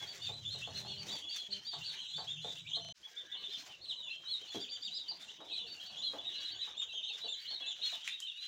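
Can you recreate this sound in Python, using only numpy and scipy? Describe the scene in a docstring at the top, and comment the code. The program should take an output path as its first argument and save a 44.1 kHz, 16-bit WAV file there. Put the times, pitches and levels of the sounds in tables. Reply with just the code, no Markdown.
"""A small hard-walled brooding room, packed with a dense flock of day-old chicks.
Near chicks are arched or sliding near-sine whistles; far ones are random arches blurred into a chorus by the room.
Feet rustle the litter in bands of grainy noise, and beaks knock on trays as struck resonances.
A low hum of resonant noise comes and goes, and a harmonic buzz shows twice.
Once the sound stutters on a short repeated piece, breaks off for a moment and fades back in."""
import sys
import numpy as np
from scipy import signal
from scipy.io import wavfile
from scipy.ndimage import uniform_filter1d

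SR = 44100
rng = np.random.default_rng(int(sys.argv[2]) if len(sys.argv) > 2 else 0)


def gain_from_db(level_db):
    """Convert decibel levels to linear amplitude factors (20 dB per decade)."""
    decades = np.asarray(level_db, float) / 20
    return 10 ** decades


def unload_audio(sound):
    """Save the sound as a 16-bit wav file, at the path given as the first command line argument."""
    columns = np.transpose(np.atleast_2d(sound))
    # keep every value between -1 and 1, then stretch to whole-number steps
    steps = np.round(np.clip(columns, -1, 1) * 32767)
    wavfile.write(sys.argv[1], SR, steps.astype(np.int16))


N = 373527

# hum swells: (start t/s, hold t/s, low drone level/dB, upper drone level/dB), drones before the mode levels
HUM_SWELLS = [(0, 0.018, -61, -69), (0.237, 0.75, -56.5, -69), (1.493, 0.12, -71, -79),
              (1.784, 0.03, -61, -66), (2.165, 0.66, -66, -62)]
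# resonances of the hum, two low and one upper: (f/Hz, width f/Hz, relative level/dB)
HUM_MODES = [(103.6, 41, -1), (114.5, 8.9, -17.5), (154.2, 16, 2)]
HUM_RISE_DB_PER_S, HUM_FADE_DB_PER_S = 300, 108

# spells of steady buzz: (start t/s, end t/s, level/dB before the harmonic levels)
BUZZ_SPELLS = [(0.736, 1.13, -68.5), (1.486, 1.597, -68.5)]
# harmonics of the buzz: (f/Hz, relative level/dB)
BUZZ_HARMONICS = [(199, 8), (398, 4), (600, 0.5)]

# background curves: (t/s, far chorus level/dB before it answers the near birds, low shuffle level/dB)
FLOCK_LEVELS = [(0.0, -58.5, -59.5), (0.54, -51.5, -72.5), (0.92, -51, -62), (1.14, -52, -54),
                (1.22, -54.5, -67.5), (2.57, -49, -72.5), (3.07, -71, -73), (3.44, -50, -65),
                (3.8, -60.5, -66), (3.98, -69, -68.5), (4.6, -51.5, -70.5), (4.91, -63.5, -71.5),
                (5.31, -54.5, -67), (6.0, -52.5, -64.5), (6.3, -49.5, -63.5), (6.96, -53, -72.5),
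                (7.83, -50, -71.5), (8.23, -51, -81), (8.47, -49.5, -84)]
# colour of the low shuffle: (f/Hz, relative density level/dB per Hz)
SHUFFLE_SPECTRUM = [(25, -22.5), (90, -4), (250, -4), (550, -4), (1100, -5.5), (1700, -44.5), (2400, -28)]

# colour of the rustling litter: (f/Hz, relative density level/dB per Hz)
RUSTLE_SPECTRUM = [(900, -6.5), (1500, 10), (2500, 12.5), (5200, 12), (6600, 13.5), (8000, -4.5),
                   (10000, -4.5), (13400, -15.5), (14300, -1), (15200, -4.5)]
# feet scratching the litter: (start t/s, hold t/s, level/dB before the colour and on top of a constant bed)
SCRATCHES = [(0, 0.014, -66), (0.147, .01, -70), (0.247, 0.006, -70), (0.516, 0.032, -78.5),
             (0.615, 0.011, -69.5), (0.771, 0.044, -67.5), (1.027, 0.13, -65.5), (1.358, 0.0055, -62),
             (1.549, 0.013, -73), (1.668, 0.0087, -88.5), (1.793, 0.0092, -75), (1.928, 0.015, -75.5),
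             (2.248, 0.01, -74), (2.43, .01, -72.5), (2.53, .01, -75), (2.58, 0.015, -77),
             (2.96, 0.016, -72), (3.102, 0.011, -83), (3.542, 0.13, -73.5), (4.409, 0.0068, -76),
             (4.546, 0.0098, -69.5), (5.223, 0.04, -71.5), (5.728, 0.14, -76), (6.104, 0.029, -75.5),
             (6.322, 0.0067, -77.5), (6.438, 0.013, -76.5), (6.662, 0.0042, -81), (7.163, 0.017, -70.5),
             (7.423, 0.065, -78.5), (7.847, 0.094, -67.5), (8.074, 0.022, -67.5), (8.45, .03, -68.5)]
SCRATCH_RISE_DB_PER_S, SCRATCH_FADE_DB_PER_S, LITTER_BED_DB = 357, 220, -78.5

# bouts of low warbling: (start t/s, hold t/s, level/dB on top of a constant bed)
MURMUR_BOUTS = [(0, 0.031, -58), (3.166, 0.18, -62), (6.304, 0.3, -64), (7.406, 0.22, -65)]
MURMUR_RISE_DB_PER_S, MURMUR_FADE_DB_PER_S, MURMUR_BED_DB = 173, 115, -88

# beaks and feet on trays: (t/s, direct peak level/dB, ring f/Hz)
KNOCKS = [(.016, -51, 720), (.291, -44, 530), (.547, -47.5, 490), (.675, -40.5, 537), (.849, -45.5, 720),
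          (1.06, -54, 430), (1.733, -45, 790), (1.937, -44, 1970), (2.182, -42, 664), (2.445, -40, 525),
          (2.769, -45, 580), (3.067, -62, 736), (3.664, -55, 830), (4.235, -55, 1240), (4.416, -56.5, 426),
          (4.547, -37, 357), (4.557, -38, 250), (4.77, -56, 1480), (5.113, -50.5, 643), (5.404, -47, 610),
          (5.65, -56.5, 390), (5.9, -57.5, 830), (5.93, -58.5, 580), (6.135, -40, 564), (6.674, -48, 990),
          (6.818, -53.5, 1230), (6.937, -54, 473), (7.146, -59, 500), (7.243, -48, 530),
          (7.261, -53.5, 566), (7.511, -52, 620), (7.606, -53, 580), (7.668, -55, 670), (7.79, -57.5, 550),
          (7.927, -47.5, 724)]
# litter snaps: (t/s, direct peak level/dB, centre f/Hz)
SNAPS = [(.2294, -54, 7900), (.4903, -55, 9600), (.5886, -47.5, 8100), (.7966, -49, 8950),
         (1.1882, -48, 8000), (1.3613, -46, 9000), (1.9368, -61, 6100), (2.5676, -54, 6650),
         (7.4155, -56, 7900), (8.0765, -24.5, 2560), (8.098, -41, 2940), (8.2025, -32, 6000),
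         (8.204, -51, 1580), (8.4512, -55, 7900)]

# near peeps: (t/s at the top of the arch, top f/Hz, length t/s, fall f/Hz, level/dB before flutter)
PEEPS = [(0.003, 3410.0, 0.097, 170, -46), (0.092, 4620, 0.063, 400, -47.5),
         (0.101, 3444, 0.042, 100, -49.5), (0.239, 4650, 0.061, 1110, -46.5),
         (0.234, 3670, 0.042, 405, -45.5), (0.276, 3635, 0.023, 290.0, -38), (0.345, 4036, 0.078, 200, -47),
         (0.467, 3540, 0.05, 60, -40.5), (0.517, 3950, 0.059, 200.0, -56.5), (0.528, 4240, 0.069, 696, -43),
         (0.53, 3170, 0.22, 325, -60), (0.66, 3540, 0.029, 200, -46), (0.682, 4300, 0.054, 100, -53.5),
         (0.77, 4250, 0.062, 497, -42), (0.895, 4375, 0.11, 395, -47.5), (0.997, 4625, 0.061, 377, -46.5),
         (1.095, 3850, 0.028, 740, -45.5), (1.131, 3520, 0.097, 423, -45), (1.136, 4670, 0.067, 386, -44.5),
         (1.253, 3410, 0.092, 201, -46), (1.317, 4670, 0.066, 402, -42), (1.344, 3573, 0.089, 344, -45.5),
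         (1.395, 4220, 0.039, 313, -46.5), (1.403, 3387, 0.06, 250.0, -46.5),
         (1.452, 3400, 0.05, 168, -50.5), (1.528, 4230, 0.017, 211, -33.5), (1.523, 4550, 0.046, 520, -46),
         (1.544, 3155, 0.052, 480.0, -47), (1.676, 3820, 0.029, 378, -47.5), (1.681, 4730, 0.08, 504, -46),
         (1.737, 3480, 0.03, 170.0, -47), (1.738, 3746, 0.061, 383, -47), (1.74, 4470, 0.04, 221, -46),
         (1.863, 4624, 0.06, 500, -45), (1.882, 4455, 0.056, 230, -44.5), (1.958, 3940, 0.033, 980.0, -50),
         (1.997, 3150, 0.025, 150.0, -42.5), (2.021, 4130, 0.036, 1220, -47.5),
         (2.027, 3324, 0.095, 345, -49), (2.113, 4110, 0.081, 660, -47.5), (2.118, 3320, 0.11, 338, -53.5),
         (2.156, 3560, 0.057, 183, -41.5), (2.18, 4560, 0.0536, 550, -44.5), (2.287, 3357, 0.04, 101, -41),
         (2.292, 2760, .05, 100, -57), (2.312, 3610, 0.025, 100, -37.5), (2.427, 4120, 0.025, 101, -48.5),
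         (2.471, 3630, 0.1, 284, -45.5), (2.517, 3880, .03, 600, -57.5), (2.682, 3710, 0.039, 260, -49),
         (2.735, 3214, 0.057, 161, -40), (2.749, 4114, 0.035, 1016, -50), (2.78, 3620, 0.05, 282, -50.5),
         (2.836, 4040, 0.046, 148, -66), (3.049, 3384, 0.045, 200, -49.5), (3.186, 3596, 0.057, 610, -44.5),
         (3.333, 3610, 0.044, 690, -42.5), (3.369, 3000, 0.042, 149, -49.5), (3.386, 4310, 0.044, 100, -53),
         (3.45, 3590, 0.055, 250, -45), (3.534, 3610, 0.055, 507, -43.5), (3.553, 3180, 0.046, 158, -48.5),
         (3.591, 4240, 0.045, 100, -54), (3.834, 4390, 0.053, 1656, -47.5),
         (3.932, 2650, 0.015, 230.0, -68.5), (4.079, 3510, 0.027, 200, -46),
         (4.112, 4150, 0.033, 210.0, -48.5), (4.12, 2753, 0.027, 150, -44), (4.144, 3234, 0.04, 205, -45),
         (4.198, 3200, 0.16, 292, -54.5), (4.301, 3410, 0.036, 170.0, -46),
         (4.422, 3190, 0.048, 162, -49.5), (4.486, 4500, 0.03, 100, -59), (4.492, 4230, 0.06, 100, -54.5),
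         (4.566, 3350, 0.047, 200, -44.5), (4.616, 4750, 0.047, 300, -48.5),
         (4.722, 4690, 0.08, 100, -47.5), (4.838, 4810, 0.054, 654, -46), (4.955, 4034, 0.13, 506, -44.5),
         (4.956, 4970, 0.052, 754, -44.5), (5.099, 4770, 0.048, 1090, -41),
         (5.218, 3676, 0.037, 290.0, -51.5), (5.366, 3070, 0.059, 201, -66),
         (5.415, 3820, 0.026, 150, -51.5), (5.497, 3260, 0.03, 149, -49), (5.51, 3970, 0.029, 60, -49),
         (5.538, 4390, 0.022, 310, -46), (5.55, 3998, 0.085, 210, -42), (5.562, 3470, 0.035, 387, -46.5),
         (5.614, 3550, 0.077, 182, -47.5), (5.699, 4550, 0.086, 204, -49.5),
         (5.812, 3274, 0.038, 260.0, -43.5), (5.874, 4500, 0.047, 100, -50.5),
         (6.051, 4150, 0.078, 450, -37), (6.192, 3490, 0.025, 276, -42.5), (6.269, 3820, 0.05, 300, -42),
         (6.362, 4080, 0.062, 810, -42.5), (6.386, 3010, 0.029, 60, -51.5), (6.394, 4580, 0.034, 300, -49),
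         (6.465, 4090, 0.055, 595, -40), (6.522, 4510, 0.025, 200, -44), (6.601, 3710, 0.034, 200, -45.5),
         (6.624, 3967, 0.051, 824, -38), (6.691, 3770, 0.049, 434, -47), (6.907, 3990, 0.043, 1030, -48),
         (6.971, 3130, 0.051, 157, -47), (6.965, 3630, 0.054, 150, -44.5), (7.04, 3750, 0.033, 980, -40),
         (7.111, 3790, 0.054, 473, -41), (7.139, 3610, 0.042, 181, -46.5), (7.235, 3960, 0.066, 101, -43),
         (7.256, 4450, 0.044, 201, -49.5), (7.355, 4000, 0.057, 100, -48), (7.409, 4570, 0.035, 150, -50.5),
         (7.49, 3220, 0.072, 150, -47), (7.516, 4363, 0.1, 817, -41.5), (7.618, 3380, 0.038, 160.0, -43),
         (7.659, 4000, 0.062, 201, -44.5), (7.849, 4250, 0.078, 153, -38.5), (7.835, 3820, 0.053, 150, -41),
         (7.914, 3970, .05, 403, -43), (7.857, 3410, 0.045, 150, -41), (7.94, 3493, 0.032, 170.0, -42.5),
         (7.946, 3640, 0.042, 1110, -48), (8.044, 3355, 0.07, 166, -52.5), (8.097, 3600, 0.052, 200, -47),
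         (8.139, 3820, 0.038, 293, -42.5), (8.192, 3300, 0.052, 328, -55), (8.124, 2760, 0.044, 199, -51.5),
         (8.237, 3142, 0.049, 155, -44), (8.284, 3734, 0.042, 600, -42.5),
         (8.298, 2870, 0.06, 230.0, -51.5), (8.426, 4054, 0.15, 100, -49)]
PEEP_RISE_SHARE = 0.45  # part of a peep spent climbing to the top
# one shrill chick: (t/s at the top of the arch, top f/Hz, fall t/s, fall f/Hz, level/dB before flutter)
SHRILL_CALLS = [(2.718, 3215, 0.023, 149, -57), (2.838, 3070, 0.044, 100, -52),
                (3.867, 4120, 0.084, 1256, -51.5), (4.055, 3520, 0.024, 604, -50),
                (4.527, 3507, 0.022, 700, -46.5), (4.627, 3580, .027, 900, -45.5),
                (4.742, 3590, 0.031, 850, -44), (4.855, 3747, 0.033, 1100, -42),
                (4.974, 3800, 0.018, 800, -45), (5.551, 4140, 0.028, 824, -48),
                (5.995, 3490, 0.046, 724, -45), (6.572, 3430, 0.055, 533, -49.5),
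                (6.797, 3700, 0.042, 840, -39), (6.951, 3266, 0.038, 250, -43),
                (7.06, 3200, 0.044, 100, -46), (7.305, 3620, 0.045, 592, -40.5),
                (7.689, 3576, 0.045, 800, -40)]
SHRILL_RISE_S = 0.032
NEAR_FLUTTER_DB = 3.5  # how far an arched near call wavers in level
CLOSER_OCTAVE_DB = 11  # before the break the microphone faces the birds: arched calls get brighter octaves
# slurred peeps: (start t/s, length t/s, from f/Hz, to f/Hz, level/dB before flutter)
GLIDES = [(0.233, .07, 2940, 2430, -55.5), (0.61, 0.065, 2670, 3495, -41.5),
          (0.88, 0.067, 3620, 3230, -45.5), (0.928, 0.069, 3450, 2910, -51.5),
          (1.263, 0.074, 2930, 2770, -51.5), (1.801, 0.083, 2780, 4500, -47),
          (1.876, 0.051, 4250, 3320, -41), (2.365, 0.055, 2700, 3570, -47.5),
          (2.556, 0.054, 2720, 3870, -47.5), (2.646, 0.057, 2310, 3580, -48.5),
          (2.712, 0.068, 3200, 4210, -35.5), (3.683, 0.081, 3150, 2690, -52.5),
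          (3.876, .065, 4200, 2856, -37.5), (3.954, .08, 4046, 3630, -45), (4.009, 0.12, 3040, 2630, -50),
          (4.084, 0.032, 2500, 4170, -44), (4.246, .07, 3830, 4300, -42.5), (4.298, 0.069, 4360, 3620, -35),
          (4.671, 0.041, 2500, 4730, -47), (5.033, 0.085, 3270, 2880, -53), (5.274, 0.05, 2750, 3680, -46),
          (5.498, 0.033, 3150, 4050, -41.5), (5.501, .055, 2670, 2456, -50),
          (5.56, 0.068, 3260, 2850, -48.5), (5.64, .05, 3000, 2650, -52.5),
          (5.695, 0.12, 2970, 2740, -55.5), (5.917, 0.055, 3370, 3165, -48.5),
          (5.943, 0.016, 2470, 4140, -42.5), (6.033, .075, 3490, 3244, -39.5),
          (6.393, .08, 3354, 3300, -45.5), (6.49, 0.093, 3270, 2900, -52),
          (6.621, 0.039, 2610, 2550, -53.5), (6.733, 0.04, 2350, 3300, -57.5),
          (6.769, 0.054, 3686, 3687, -38.5), (6.878, .05, 2810, 2640, -50), (7.064, 0.06, 3150, 2530, -45),
          (7.055, .06, 3870, 4354, -46.5), (7.247, 0.056, 3100, 2660, -46.5),
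          (7.438, 0.059, 2860, 4220, -47), (7.613, 0.085, 2670, 2647, -52),
          (8.422, 0.049, 2750, 3450, -46.5)]
HOLD_RISING, HOLD_FALLING = 0.22, 0.016  # share of a glide held at each end
GLIDE_ATTACK_S, GLIDE_RELEASE_S = 0.021, 0.021

ROOM_T60_S, ROOM_DB = 0.24, -2
STUTTER_S, STUTTER_LENGTH_S = 2.81, 0.0385
BREAK_S, RETURN_S, FADE_S = 2.925, 2.942, 0.085


def rms_one(x):
    """Scale to rms 1."""
    return x / np.sqrt(np.mean(x ** 2) + 1e-20)


def in_time(rows):
    """Draw the curve columns out to every sample."""
    s, *columns = np.transpose(rows)
    return [np.interp(np.arange(N) / SR, s, c) for c in columns]


def drift(rate):
    """Slow random wander of rms 1: noise through a double low-pass, computed at every 40th sample."""
    r = np.exp(-80 * np.pi * rate / SR)
    noise = rng.standard_normal(N // 40 + 2002)
    slow = signal.lfilter([1], [1, -2 * r, r * r], noise)[2000:]  # skip the filter's start
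    return np.interp(np.arange(N) / 40, np.arange(len(slow)), rms_one(slow))


def bouts(start_s, hold_s, level_db, rise_db_per_s, fade_db_per_s):
    """Gain of bouts that swell to their level, hold it and fade; the loudest one counts."""
    t = np.arange(0, N + 40, 40)[:, None] / SR
    before_db = np.maximum(rise_db_per_s * (start_s - t), 0)
    after_db = np.maximum(fade_db_per_s * (t - start_s - hold_s), 0)
    loudest_db = np.max(level_db - before_db - after_db, axis=1)
    return np.interp(np.arange(N) / SR, t[:, 0], gain_from_db(loudest_db))


def resonance(x, hz, width_hz):
    """Two-pole resonance, gain about 1 on top."""
    r = np.exp(-np.pi * width_hz / SR)
    poles = [1, -2 * r * np.cos(2 * np.pi * hz / SR), r * r]
    return signal.lfilter([(1 - r * r) / 2, 0, (r * r - 1) / 2], poles, x)


def room(x):
    """Dense reflections building up within milliseconds and dying away."""
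    t = np.arange(int(0.6 * SR)) / SR
    echo = rng.standard_normal(len(t)) * gain_from_db(-60 * t / ROOM_T60_S) * np.clip(t / 0.0044, 0, 1)
    return signal.fftconvolve(x, echo / np.sqrt(np.sum(echo ** 2)))[:N]


def hum():
    """Noise in narrow low resonances, swelling and fading; silent from the break onwards."""
    start_s, hold_s, low_db, upper_db = np.transpose(HUM_SWELLS)
    low = bouts(start_s, hold_s, low_db, HUM_RISE_DB_PER_S, HUM_FADE_DB_PER_S)
    upper = bouts(start_s, hold_s, upper_db, HUM_RISE_DB_PER_S, HUM_FADE_DB_PER_S)
    modes = []
    for hz, width_hz, level_db in HUM_MODES:
        narrow = resonance(rng.standard_normal(N), hz, width_hz)
        modes.append(gain_from_db(level_db) * rms_one(resonance(narrow, hz, 3 * width_hz)))
    drones = low * (modes[0] + modes[1]) + upper * modes[2]
    return drones * (np.arange(N) / SR < BREAK_S)


def buzz():
    """A steady tone of near-harmonic sines that shows twice, with soft edges."""
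    t = np.arange(N) / SR
    gate = sum(gain_from_db(level_db) * np.clip(np.minimum(t - start_s, end_s - t) / 0.0048, 0, 1)
               for start_s, end_s, level_db in BUZZ_SPELLS)
    return gate * sum(gain_from_db(level_db) * np.sin(2 * np.pi * hz * t) for hz, level_db in BUZZ_HARMONICS)


def banded(spectrum, patchy_db, grain_db, shared):
    """Narrow bands of grainy noise, swelling and sinking partly together; scaled by the top band."""
    hz, level_db = np.transpose(spectrum)
    edges = np.geomspace(hz[0], 1.06 * hz[-1], int(5 * np.log2(hz[-1] / hz[0])))
    grain = gain_from_db(grain_db * np.minimum(rng.exponential(1, (2, N)), 5))
    noise = rng.standard_normal((2, N)) * grain
    together = shared * np.tanh(drift(19.0))
    out = 0
    for k, (low, high) in enumerate(zip(edges, edges[1:])):
        sos = signal.butter(3, [low, high], "band", fs=SR, output="sos")
        band = signal.sosfilt(sos, noise[k % 2])  # neighbours use different noise
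        centre_db = np.interp(np.log(low * high) / 2, np.log(hz), level_db)
        out = out + gain_from_db(centre_db + patchy_db * (together + drift(6.7))) * band
    return out / np.sqrt(np.mean(band ** 2) * 3)


def shuffle(level_db):
    """Low shuffling: patchy, grainy noise under a level curve."""
    return gain_from_db(level_db) * banded(SHUFFLE_SPECTRUM, patchy_db=4.5, grain_db=2.0, shared=1.0)


def litter():
    """Feet scratch the litter: bouts of bright grainy noise over a constant bed."""
    scratching = bouts(*np.transpose(SCRATCHES), SCRATCH_RISE_DB_PER_S, SCRATCH_FADE_DB_PER_S)
    return (gain_from_db(LITTER_BED_DB) + scratching) * banded(RUSTLE_SPECTRUM, patchy_db=2.17, grain_db=4.5, shared=2.0)


def far_calls(count, low_hz, high_hz, spread_db, stretch):
    """Random peeps of the birds further off, same arch, spread in pitch and strength."""
    draw = rng.random((count, 6))
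    top_s = draw[:, 0] * N / SR
    top_hz = low_hz + (high_hz - low_hz) * draw[:, 1]
    rise_s = stretch * (0.008 + 0.03 * draw[:, 2])
    fall_s = stretch * (0.01062 + 0.035 * draw[:, 3])
    fall_hz = top_hz * (0.046 + 0.24 * draw[:, 4])
    return np.transpose([top_s, top_hz, rise_s, fall_s, fall_hz, -spread_db * draw[:, 5]])


def murmur():
    """Low warbling: many low arched calls heard only through the room, in bouts over a faint bed."""
    calls = far_calls(count=750, low_hz=1550, high_hz=2350, spread_db=8, stretch=1.4)
    low = whistles(calls, scoop=0.05, flutter_db=4, octave_db=-36)
    warbling = bouts(*np.transpose(MURMUR_BOUTS), MURMUR_RISE_DB_PER_S, MURMUR_FADE_DB_PER_S)
    return (gain_from_db(MURMUR_BED_DB) + warbling) * rms_one(room(low))


def answering(near, memory_s, share):
    """The far birds join in when the near ones call and fall quiet with them."""
    loudness = uniform_filter1d(near ** 2, size=round(memory_s * SR)) / np.mean(near ** 2)
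    return (np.maximum(loudness, 0) + 0.044) ** (share / 2)


def chorus(level_db, near):
    """Far peeps blurred by the room, rising and sinking with the near birds."""
    calls = far_calls(count=600, low_hz=2900, high_hz=4150, spread_db=5, stretch=0.8)
    far = whistles(calls, scoop=0.17, flutter_db=3, octave_db=-25)
    blurred = rms_one(0.15 * far + room(far))
    return gain_from_db(level_db) * answering(near, memory_s=0.057, share=0.42) * blurred


def strikes(rows, cycles, puff_s, puff_db, body_db):
    """A click with a dying puff of noise rings a few cycles, with a duller body below."""
    out, t = np.zeros(N + SR), np.arange(int(0.2 * SR)) / SR
    noise = rng.standard_normal((len(rows), len(t)))
    for (start_s, peak_db, hz), puff in zip(rows, noise):
        click = t == 0
        push = gain_from_db(puff_db) * puff * np.exp(-t / puff_s) * np.sqrt(hz / SR) + click
        ring = resonance(resonance(push, hz, hz / cycles), hz, 2 * hz / cycles)
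        body = resonance(resonance(push, 0.53 * hz, 0.17 * hz / cycles), 0.5 * hz, 0.32 * hz / cycles)
        contact = ring + gain_from_db(body_db) * body
        at = round(start_s * SR)
        out[at:at + len(t)] += gain_from_db(peak_db) * contact / np.max(np.abs(contact))
    return out[:N]


def whistles(rows, scoop, flutter_db, octave_db, twelfth_db=-50):
    """Near-sine calls: the pitch scoops up to the top of an arch and falls away.
    A deeper fall is a harder call with stronger overtones, and the octave weakens towards the treble."""
    out, flutter = np.zeros(N + SR), gain_from_db(flutter_db * np.tanh(drift(160)))
    own = rng.integers(0, N - SR, len(rows))  # every call wavers in its own way
    for (top_s, top_hz, rise_s, fall_s, fall_hz, level_db), skip in zip(rows, own):
        t = np.arange(-rise_s, fall_s + 0.00093, 1 / SR)
        climb_hz = scoop * top_hz * np.abs(t / rise_s) ** 2.5
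        descent_hz = fall_hz * np.abs(t / fall_s) ** 2.6
        pitch_hz = top_hz - np.where(t < 0, climb_hz, descent_hz)
        phase = 2 * np.pi * np.cumsum(pitch_hz) / SR
        attack = np.clip((t - t[0]) / (0.3 * rise_s + 0.0023), 0, 1)
        release = np.clip((t[-1] - t) / (0.024 * fall_s + 0.0049), 0, 1)
        treble_loss_db = 0.012 * np.maximum(pitch_hz - 3550, 0)
        closer_db = CLOSER_OCTAVE_DB * (top_s < BREAK_S)
        octave = gain_from_db(octave_db + 0.0009 * fall_hz - treble_loss_db + closer_db)
        twelfth = gain_from_db(twelfth_db + 0.0016 * fall_hz)
        tone = np.sin(phase) + octave * np.sin(2 * phase) + twelfth * np.sin(3 * phase)
        call = gain_from_db(level_db) * attack * release * tone * flutter[skip:skip + len(t)]
        at = round((top_s - rise_s) * SR)
        out[max(at, 0):at + len(t)] += call[max(-at, 0):]  # a call may already be under way at the start
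    return out[:N]


def glides(flutter_db, octave_db):
    """Near-sine calls that hold one pitch, slide smoothly and hold the other."""
    out = np.zeros(N + SR)
    for start_s, length_s, from_hz, to_hz, level_db in GLIDES:
        t = np.arange(0, length_s, 1 / SR)
        hold = HOLD_RISING if to_hz > from_hz else HOLD_FALLING
        slide = np.clip((t / length_s - hold) / (1 - 2 * hold), 0, 1)
        pitch_hz = from_hz + (to_hz - from_hz) * np.sin(np.pi / 2 * slide) ** 2
        phase = 2 * np.pi * np.cumsum(pitch_hz) / SR
        swell = np.clip(np.minimum(t / GLIDE_ATTACK_S, (length_s - t) / GLIDE_RELEASE_S), 0, 1)
        tone = np.sin(phase) + gain_from_db(octave_db) * np.sin(2 * phase)
        at = round(start_s * SR)
        out[at:at + len(t)] += gain_from_db(level_db) * swell * tone
    return out[:N] * gain_from_db(flutter_db * drift(120))


def shrill_chick():
    """One chick with a strong octave climbs for the same short time into every call."""
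    calls = [(top_s, top_hz, SHRILL_RISE_S, *rest) for top_s, top_hz, *rest in SHRILL_CALLS]
    return whistles(calls, scoop=0.1333, flutter_db=NEAR_FLUTTER_DB, octave_db=-16.5, twelfth_db=-50.5)


def near_peeps():
    """Each near peep climbs for a set share of its length and falls for the rest."""
    top_s, top_hz, length_s, fall_hz, level_db = np.transpose(PEEPS)
    rise_s, fall_s = PEEP_RISE_SHARE * length_s, (1 - PEEP_RISE_SHARE) * length_s
    calls = np.transpose([top_s, top_hz, rise_s, fall_s, fall_hz, level_db])
    return whistles(calls, scoop=0.1395, flutter_db=NEAR_FLUTTER_DB, octave_db=-33.0, twelfth_db=-52.5)


def scene():
    """Near and far chicks, knocks and litter in the room, over the hum and buzz."""
    chorus_db, shuffle_db = in_time(FLOCK_LEVELS)
    near = near_peeps() + shrill_chick() + glides(flutter_db=1.0, octave_db=-32.0)
    knocks = strikes(KNOCKS, cycles=1.65, puff_s=0.025, puff_db=-1.5, body_db=-4.5)
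    snaps = strikes(SNAPS, cycles=2.0, puff_s=0.0014, puff_db=4, body_db=-37.0)
    background = hum() + buzz() + shuffle(shuffle_db) + litter() + murmur() + chorus(chorus_db, near)
    direct = near + knocks + snaps
    return (background + direct + gain_from_db(ROOM_DB) * room(direct))[None]


def top_cut(x):
    """Nothing passes above the cut-off."""
    return signal.sosfilt(signal.butter(12, 15750, fs=SR, output="sos"), x)


def record(dry):
    """A short piece repeats, the sound all but breaks off and fades back in."""
    read = np.arange(N)
    t = read / SR
    start, period = round(STUTTER_S * SR), round(STUTTER_LENGTH_S * SR)
    stuttering = (read >= start) & (t < BREAK_S)
    read = np.where(stuttering, start + (read - start) % period, read)
    gain = np.where(t < BREAK_S, 1, np.clip((t - RETURN_S) / FADE_S, 0.004, 1))
    return top_cut(dry[:, read] * gain)


dry = scene()
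out = record(dry)
unload_audio(out)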